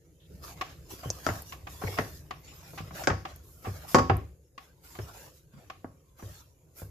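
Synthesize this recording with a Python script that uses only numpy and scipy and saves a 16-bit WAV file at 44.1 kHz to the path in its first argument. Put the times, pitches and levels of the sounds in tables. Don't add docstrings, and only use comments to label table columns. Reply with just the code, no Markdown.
import sys
import numpy as np
from scipy import signal
from scipy.fft import rfft, irfft, next_fast_len
from scipy.io import wavfile
from scipy.ndimage import uniform_filter1d, map_coordinates

SR = 44100
rng = np.random.default_rng(int(sys.argv[2]) if len(sys.argv) > 2 else 0)


def int16_out(signal):
    q = np.round(np.clip(np.atleast_2d(signal).T, -1, 1) * 32767)
    wavfile.write(sys.argv[1], SR, q.astype(np.int16))


N = 304290
T = np.arange(SR * 3 // 5) / SR

# t/s, level/dB
HAND_PRESSURE = [(0, -63), (.25, -60), (.36, -49.5), (.8, -51), (1.35, -54.5), (1.68, -50), (2.05, -50),
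                 (2.65, -54), (3.0, -49.5), (3.55, -55), (4.15, -50.5), (4.5, -68), (4.8, -59.5),
                 (5.2, -54), (5.42, -63.5), (5.7, -56.5), (6.0, -62.5), (6.9, -61)]
# t/s, length/s, skin/dB, flour/dB, scrape/dB
HAND_STROKES = [(.44, 0.062, -51.5, -50.5, -50.5), (0.575, 0.14, -59, -66.5, -54),
                (0.908, 0.029, -49, -48, -51.5), (0.993, 0.3, -56.5, -55, -53.5),
                (1.251, 0.14, -50, -50, -50), (1.464, 0.068, -56, -55.5, -68), (1.697, 0.47, -55, -54, -62),
                (1.824, 0.19, -53, -51, -45), (2.445, 0.27, -60, -65.5, -60),
                (2.682, 0.1, -63, -56.5, -61.5), (2.812, 0.19, -63.5, -65, -58),
                (2.955, 0.076, -49.5, -49, -45), (3.286, 0.041, -57.5, -68, -52.5),
                (3.44, 0.39, -73.5, -59.5, -76), (3.631, 0.22, -59, -59.5, -55),
                (3.887, 0.052, -52, -45, -52), (4.606, .06, -66, -67, -62.5),
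                (4.843, 0.11, -60, -56.5, -62), (4.966, 0.15, -60.5, -59, -54.5),
                (5.136, 0.13, -57, -55.5, -54), (5.342, 0.041, -67, -63, -71.5),
                (5.535, 0.16, -70, -75, -63.5), (6.189, 0.22, -61, -59, -62),
                (6.774, 0.043, -59, -50, -58.5)]
# t/s, length/s, level/dB, f/Hz
DOUGH_SQUEAKS = [(0.193, 0.087, -68, 3400), (0.31, 0.057, -50, 158), (0.296, 0.048, -56, 403),
                 (0.92, 0.022, -45.5, 330), (2.85, 0.12, -51.5, 167), (1.869, 0.018, -40, 2100),
                 (2.47, 0.061, -59, 2680), (2.99, 0.039, -41, 760), (3.835, 0.024, -49, 754),
                 (5.08, 0.028, -53, 1080), (5.145, 0.039, -55, 830), (5.533, 0.066, -50.5, 173),
                 (5.58, 0.069, -62.5, 670), (6.385, 0.033, -59, 6100)]
# t/s, level/dB, tilt/(dB/oct), contact/s
WALL_TAPS = [(0.611, -27.5, 2.5, 0.0025), (1.031, -39, -3, 0.0058), (1.521, -37.5, 4, 0.0048),
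             (1.669, -39, 1, 0.0035), (1.817, -35.5, -3.5, 0.0048), (1.974, -35, 1, 0.003),
             (2.3078, -32.5, 1.5, 0.0017), (2.775, -36, 3, 0.008), (2.907, -44, -6, 0.0018),
             (3.251, -33.5, 0.5, 0.0023), (3.646, -34, -2, 0.012), (4.096, -19, -5.5, .0015),
             (4.578, -41, 2, 0.0021), (4.951, -46.5, 0.5, .002), (5.699, -37.5, 2, .0012),
             (6.191, -49.5, -4, .008)]
# t/s, level/dB, tilt/(dB/oct), treble edge/Hz, wall peak/Hz, shudder/dB, thump/dB
BASE_KNOCKS = [(1.057, -31.5, -2.5, 696, 141, 4, -30.5), (1.2653, -21.5, -0.5, 8800, 1300, -0.5, -32),
               (1.2888, -26, 0.5, 3030, 1390, 5, -28), (1.8379, -30.5, -2, 4970, 425, 2, -25),
               (1.9864, -21, -0.5, 4760, 1870, 2, -31), (2.733, -44, -1.5, 1200, 292, 4, -60),
               (2.804, -36.5, -9, 1200, 160, -6, -36.5), (3.037, -36, 5, 7000, 1500, 6, -62),
               (3.0725, -16.5, -0.5, 7100, 1530, -0.5, -52), (3.101, -24, 3.5, 2300, 174, 3.5, -24),
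               (3.67, -34.5, -4.5, 2000, 386, 9.5, -27.5), (3.9457, -11, -1, 9450, 1020, 4.5, -28),
               (3.9844, -19, -0.5, 7190, 1170, 9, -22.5), (4.097, -18.5, 1, 2000, 366, 11, -16),
               (4.987, -35, 0, 4000, 400, 30, -32), (5.8445, -35, 0, 1480, 257, -5.5, -44.5),
               (6.224, -42.5, 0, 2690, 457, 24, -32), (6.818, -41.5, -1.5, 2000, 455, 2, -34)]
# t/s, level/dB, f/Hz
AIR_POPS = [(1.1027, -28, 6080), (1.422, -45, 12000), (3.362, -52.5, 12400), (4.169, -48, 11680)]
# t/s, length/s, level/dB, start f/Hz, end f/Hz
AIR_WHISTLES = [(2.385, .05, -65, 12000, 14300), (2.54, .058, -57, 14300, 12100),
                (2.622, .035, -63, 12700, 12150)]
# f/Hz, level/dB, nominal t60/s
BOWL_MODES = [(257, -4, .55), (338, -5, .25), (356, -4, .35), (407, -5, .35), (489, -2, .3), (557, -5, .35),
              (765, -5, .55), (866, -12, .35), (948, -7, .35), (1104, 4, .4), (1280, -9, .3),
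              (1353, -12, .3), (1710, -15, .2), (1922, -14, .15), (2304, -23, .2), (2990, -17, .12),
              (4800, -12, .09), (4856, -14, .2), (5507, -26, .15), (6788, -26, .15)]
# f/Hz, level/dB
COUNTER_SPECTRUM = [(20, -25.5), (48, -9), (68, 0.5), (100, -5), (125, -6.5), (162, -5.5), (200, -22),
                    (330, -17), (600, -25.5), (1500, -68)]
# f/Hz, level/dB
SCRAPE_SPECTRUM = [(100, -32.5), (250, -3.5), (500, -2), (660, 0), (790, -2.5), (1150, -1.5), (1500, -5),
                   (2100, -9), (2700, -10.5), (4000, -19), (8000, -33.5)]
# f/Hz, level/dB
SKIN_SPECTRUM = [(500, -35), (1800, -8), (2700, -4), (3800, -2.5), (5200, 0), (7200, -0.5), (8800, -16.5),
                 (15000, -27.5)]
# f/Hz, level/dB
FLOUR_SPECTRUM = [(1000, -34), (4000, -12), (7000, -2), (8700, -6), (10500, 1), (13000, 5.5), (15000, -3)]
# f/Hz, level/dB
DRONE_SPECTRUM = [(12, -48.5), (20, -26.5), (59, -3.5), (97, -19.5), (160, -2.5), (223, -34.5), (294, -15),
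                  (540, -14.5), (656, -39.5), (1170, -49.5), (5690, -53.5), (6720, -26), (8380, -44),
                  (11100, -31), (15000, -56.5)]
# f/Hz, level/dB
WALL_SPECTRUM = [(60, -32), (250, -17.5), (355, -7), (470, -30.5), (630, -5.5), (765, 5.5), (900, -10.5),
                 (1110, 5), (1400, -8.5), (2600, -9.5), (3800, -19.5), (6500, -27), (8800, -42.5),
                 (15000, -39.5)]
# f/Hz, level/dB
BASE_SPECTRUM = [(40, -21.5), (130, 1), (195, -1), (270, -1.5), (560, -2), (690, -3), (830, -5),
                 (1750, -9.5), (2400, -17), (4200, -24.5), (4900, -16.5), (7000, -18.5), (8800, -30),
                 (15000, -27.5)]
# f/Hz, left minus right/dB
BOWL_BALANCE = [(100, 0.5), (250, 0), (520, 3), (1050, 0), (1900, 2), (5000, 2.5), (9000, 1.5)]
# f/Hz, coherence/1
COHERENCE = [(100, 0.96), (300, 0.83), (550, 0.76), (1000, 0.14), (2000, .1), (5000, 0.078), (12000, 0)]
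# f/Hz, t60/s
ROOM_DECAY = [(100, 0.57), (400, 0.26), (1500, 0.3), (5000, 0.46), (12000, 0.083)]


def amp(db):
    return 10 ** (np.asarray(db) / 20)


def unit(x):
    return x / np.sqrt(np.mean(x ** 2) + 1e-20)


def unit_energy(x):
    return unit(x) * np.sqrt(SR / 100 / x.shape[-1])


def along(points, hz):
    points_hz, values = np.transpose(points)
    return np.interp(np.log(hz + 1), np.log(points_hz + 1), values)


def resonance(hz, centre_hz, width):
    return 1 / (1 + ((hz - centre_hz) / (width * centre_hz)) ** 2)


def add(track, start_s, sound):
    part = track[:, round(start_s * SR):][:, :sound.shape[-1]]
    part += sound[..., :part.shape[-1]]


def wobble(rate_hz):
    knots = rng.standard_normal(int(N * rate_hz / SR) + 4)
    return map_coordinates(knots, [np.arange(N) * rate_hz / SR], order=1)


def filtered(x, response):
    n = x.shape[-1]
    size = next_fast_len(n + SR // 10)
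    return irfft(rfft(x, size) * response(np.fft.rfftfreq(size, 1 / SR)), size)[..., :n]


def struck(x, gain, size=4096):
    cepstrum = irfft(np.log(np.maximum(gain(np.fft.rfftfreq(size, 1 / SR)), 1e-6)))
    cepstrum[1:size // 2] *= 2
    cepstrum[size // 2 + 1:] = 0
    impulse_response = irfft(np.exp(rfft(cepstrum)))
    return signal.fftconvolve(x, impulse_response[None], axes=1)[:, :x.shape[-1]]


def spread_rad(hz):
    return np.arccos(np.clip(along(COHERENCE, hz), -1, 1)) / 2


def diffuse(n):
    weights = lambda hz: np.array([np.cos(spread_rad(hz)), np.sin(spread_rad(hz))])
    mid, side = filtered(rng.standard_normal((2, n)), weights)
    return np.array([mid + side, mid - side])


def rush(spectrum, patchy_db):
    bins = signal.stft(diffuse(N), nperseg=1024)[2]
    patches = uniform_filter1d(rng.standard_normal(bins.shape[1:]), size=5, axis=0)
    patches = uniform_filter1d(patches, size=6, axis=1)
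    noise = signal.istft(bins * amp(patchy_db * unit(patches)), nperseg=1024)[1][:, :N]
    return unit(filtered(noise, lambda hz: amp(along(spectrum, hz))))


def friction(push_db, attack_tau_s=0.012, release_tau_s=0.042, arch_db=1.5):
    t = np.arange(N) / SR
    cling_db = [[-17.5], [-15.5], [-16]]
    power = (amp(cling_db) * amp(push_db)) ** 2
    for start_s, length_s, *levels_db in HAND_STROKES:
        before = np.maximum(start_s - t, 0) / attack_tau_s
        after = np.maximum(t - start_s - length_s, 0) / release_tau_s
        fade = np.exp(-np.minimum(before + after, 20))
        position = np.clip(2 * (t - start_s) / length_s - 1, -1, 1)
        arch = amp(arch_db * (.5 - position ** 2))
        power += np.outer(amp(levels_db), arch * fade) ** 2
    return np.sqrt(power)


def crackle(rate_hz):
    impulses = (rng.random(N) < rate_hz / SR) * rng.standard_normal(N)
    snap = rng.standard_normal((2, 256)) * np.exp(-T[:256] / 0.0013)
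    snaps = signal.fftconvolve(impulses[None], snap, axes=1)[:, :N]
    return unit(filtered(snaps, lambda hz: amp(along(SKIN_SPECTRUM, hz))))


def kneading():
    push_db = np.interp(np.arange(N) / SR, *np.transpose(HAND_PRESSURE))
    skin_gain, flour_gain, scrape_gain = friction(push_db)
    slips_db = 1.2 * wobble(rate_hz=45) + 1.2 * wobble(rate_hz=600)
    push = amp(push_db) * rush(COUNTER_SPECTRUM, patchy_db=1.0)
    scrape = scrape_gain * rush(SCRAPE_SPECTRUM, patchy_db=5.0)
    skin = skin_gain * (rush(SKIN_SPECTRUM, patchy_db=5.5) + amp(-15) * crackle(rate_hz=100))
    flour = flour_gain * rush(FLOUR_SPECTRUM, patchy_db=.3) * amp([[-.9], [.9]])
    return push + amp(slips_db) * (scrape + skin) + amp(.6 * slips_db) * flour


def drone():
    return amp(-65) * rush(DRONE_SPECTRUM, patchy_db=3.0)


def squeaks():
    out = np.zeros((2, N))
    for start_s, length_s, db, pitch_hz in DOUGH_SQUEAKS:
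        n = round(length_s * SR)
        band = unit(filtered(diffuse(n), lambda hz: resonance(hz, pitch_hz, width=0.156)))
        add(out, start_s, amp(db) * band * signal.windows.tukey(n, 0.33))
    return out


def chatter(t60_s, rise_s):
    return unit_energy(diffuse(len(T)) * amp(-60 * T / t60_s) * (1 - np.exp(-T / rise_s)))


def room_tail():
    hz, t, bins = signal.stft(diffuse(len(T)), SR, nperseg=256)
    decay = amp(-60 * t / along(ROOM_DECAY, hz)[:, None])
    return unit_energy(signal.istft(bins * decay, SR, nperseg=256)[1][:, :len(T)])


def ring(damping, settle_s):
    hz, db, t60_s = np.transpose(BOWL_MODES)[:, :, None]
    strength = amp(db + 1.2 * rng.standard_normal(hz.shape))
    offset_rad = spread_rad(hz) * rng.choice([-1, 1], hz.shape)
    modes = strength * np.exp((2j * np.pi * hz - np.log(1000) * damping / t60_s) * T)
    pair = np.array([(modes * np.exp(1j * side * offset_rad)).imag.sum(0) for side in (1, -1)])
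    attack = 1 - np.exp(-T / 0.00043)
    choke = np.exp(-(T / settle_s) ** 2)
    return unit_energy(pair * attack * choke)


def taps():
    out = np.zeros((2, N))
    for start_s, db, tilt_db_oct, contact_s in WALL_TAPS:
        contact = chatter(t60_s=.027 + 9 * contact_s, rise_s=contact_s) + amp(-9.5) * room_tail()
        wall = lambda hz: amp(along(WALL_SPECTRUM, hz) + tilt_db_oct * np.log2((hz + 200) / 1200))
        buzz = unit_energy(struck(contact, wall))
        add(out, start_s, amp(db) * (buzz + amp(-12) * ring(damping=2.1, settle_s=0.022)))
    return out


def slap(dispersion):
    impulse = signal.unit_impulse(len(T))
    return unit_energy(filtered(impulse, lambda hz: np.exp(-1j * dispersion * np.sqrt(hz))))


def knocks(free_ring_db=-1, held_ring_db=-19, jump_db=-12, ring_slope=1.8):
    out = np.zeros((2, N))
    for start_s, db, tilt_db_oct, edge_hz, wall_hz, shudder_db, thump_db in BASE_KNOCKS:
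        landing = unit_energy(slap(dispersion=.2) + amp(-1) * chatter(t60_s=.018, rise_s=.0005))
        contact = unit_energy(landing + amp(shudder_db) * chatter(t60_s=0.079, rise_s=0.0006))
        contact += amp(-10.5) * room_tail()

        def body(hz):
            wall_db = 9 * resonance(hz, wall_hz, width=0.13)
            tilt_db = tilt_db_oct * np.log2((hz + 200) / 800)
            return amp(along(BASE_SPECTRUM, hz) + wall_db + tilt_db) / np.sqrt(1 + (hz / edge_hz) ** 6)

        knock = unit_energy(struck(contact, body))
        ring_db = np.clip(free_ring_db + ring_slope * (db - jump_db), held_ring_db, free_ring_db)
        add(out, start_s, amp(db) * (knock + amp(ring_db) * ring(damping=0.87, settle_s=0.14)))
        add(out, start_s, amp(thump_db) * thump())
    return filtered(out, lambda hz: amp(np.outer([.5, -.5], along(BOWL_BALANCE, hz))))


def thump(delay_s=0.01, rise_s=0.0025, bounce_t60_s=0.27, sway_t60_s=0.65):
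    load = 1 + .03 * rng.standard_normal()
    bounce_hz, sway_hz = 99 / load, 72 / load
    t = np.maximum(T - delay_s, 0)
    bounce = np.sin(2 * np.pi * bounce_hz * t) * amp(-60 * t / bounce_t60_s)
    sway = np.sin(2 * np.pi * sway_hz * t) * amp(-13.5 - 60 * t / sway_t60_s)
    rumble = struck(chatter(t60_s=0.41, rise_s=0.008), lambda hz: amp(along(COUNTER_SPECTRUM, hz)))
    return (bounce + sway) * (1 - np.exp(-t / rise_s)) + amp(-7.5) * unit_energy(rumble)


def pops():
    out = np.zeros((2, N))
    for start_s, db, pitch_hz in AIR_POPS:
        burst = slap(dispersion=.05) + amp(-4) * chatter(t60_s=.032, rise_s=.002)
        burst += amp(-21) * room_tail()
        ping = lambda hz: resonance(hz, pitch_hz, width=0.23) ** 2
        cavity = lambda hz: ping(hz) + resonance(hz, centre_hz=600, width=0.32) + amp(-34.5)
        add(out, start_s, amp(db) * unit_energy(struck(burst, cavity)))
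    return out


def whistles(bend=1.8, jitter_hz=130):
    out = np.zeros((2, N))
    for start_s, length_s, db, first_hz, last_hz in AIR_WHISTLES:
        progress = np.linspace(0, 1, round(length_s * SR))
        below_top = progress if first_hz > last_hz else 1 - progress
        glide_hz = max(first_hz, last_hz) - abs(last_hz - first_hz) * below_top ** bend
        hz = glide_hz + jitter_hz * wobble(rate_hz=900)[:len(progress)]
        envelope = np.sqrt(np.abs(np.sin(np.pi * progress)))
        add(out, start_s, amp(db) * envelope * np.sin(2 * np.pi * np.cumsum(hz) / SR))
    return out


def scene():
    return knocks() + taps() + pops() + squeaks() + whistles() + kneading() + drone()


def record(dry):
    ceiling, cutoff_hz = .95, 14850
    limited = dry / (1 + np.abs(dry / ceiling) ** 4) ** (1 / 4)
    return filtered(limited, lambda hz: hz < cutoff_hz)


dry = scene()
out = record(dry)
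int16_out(out)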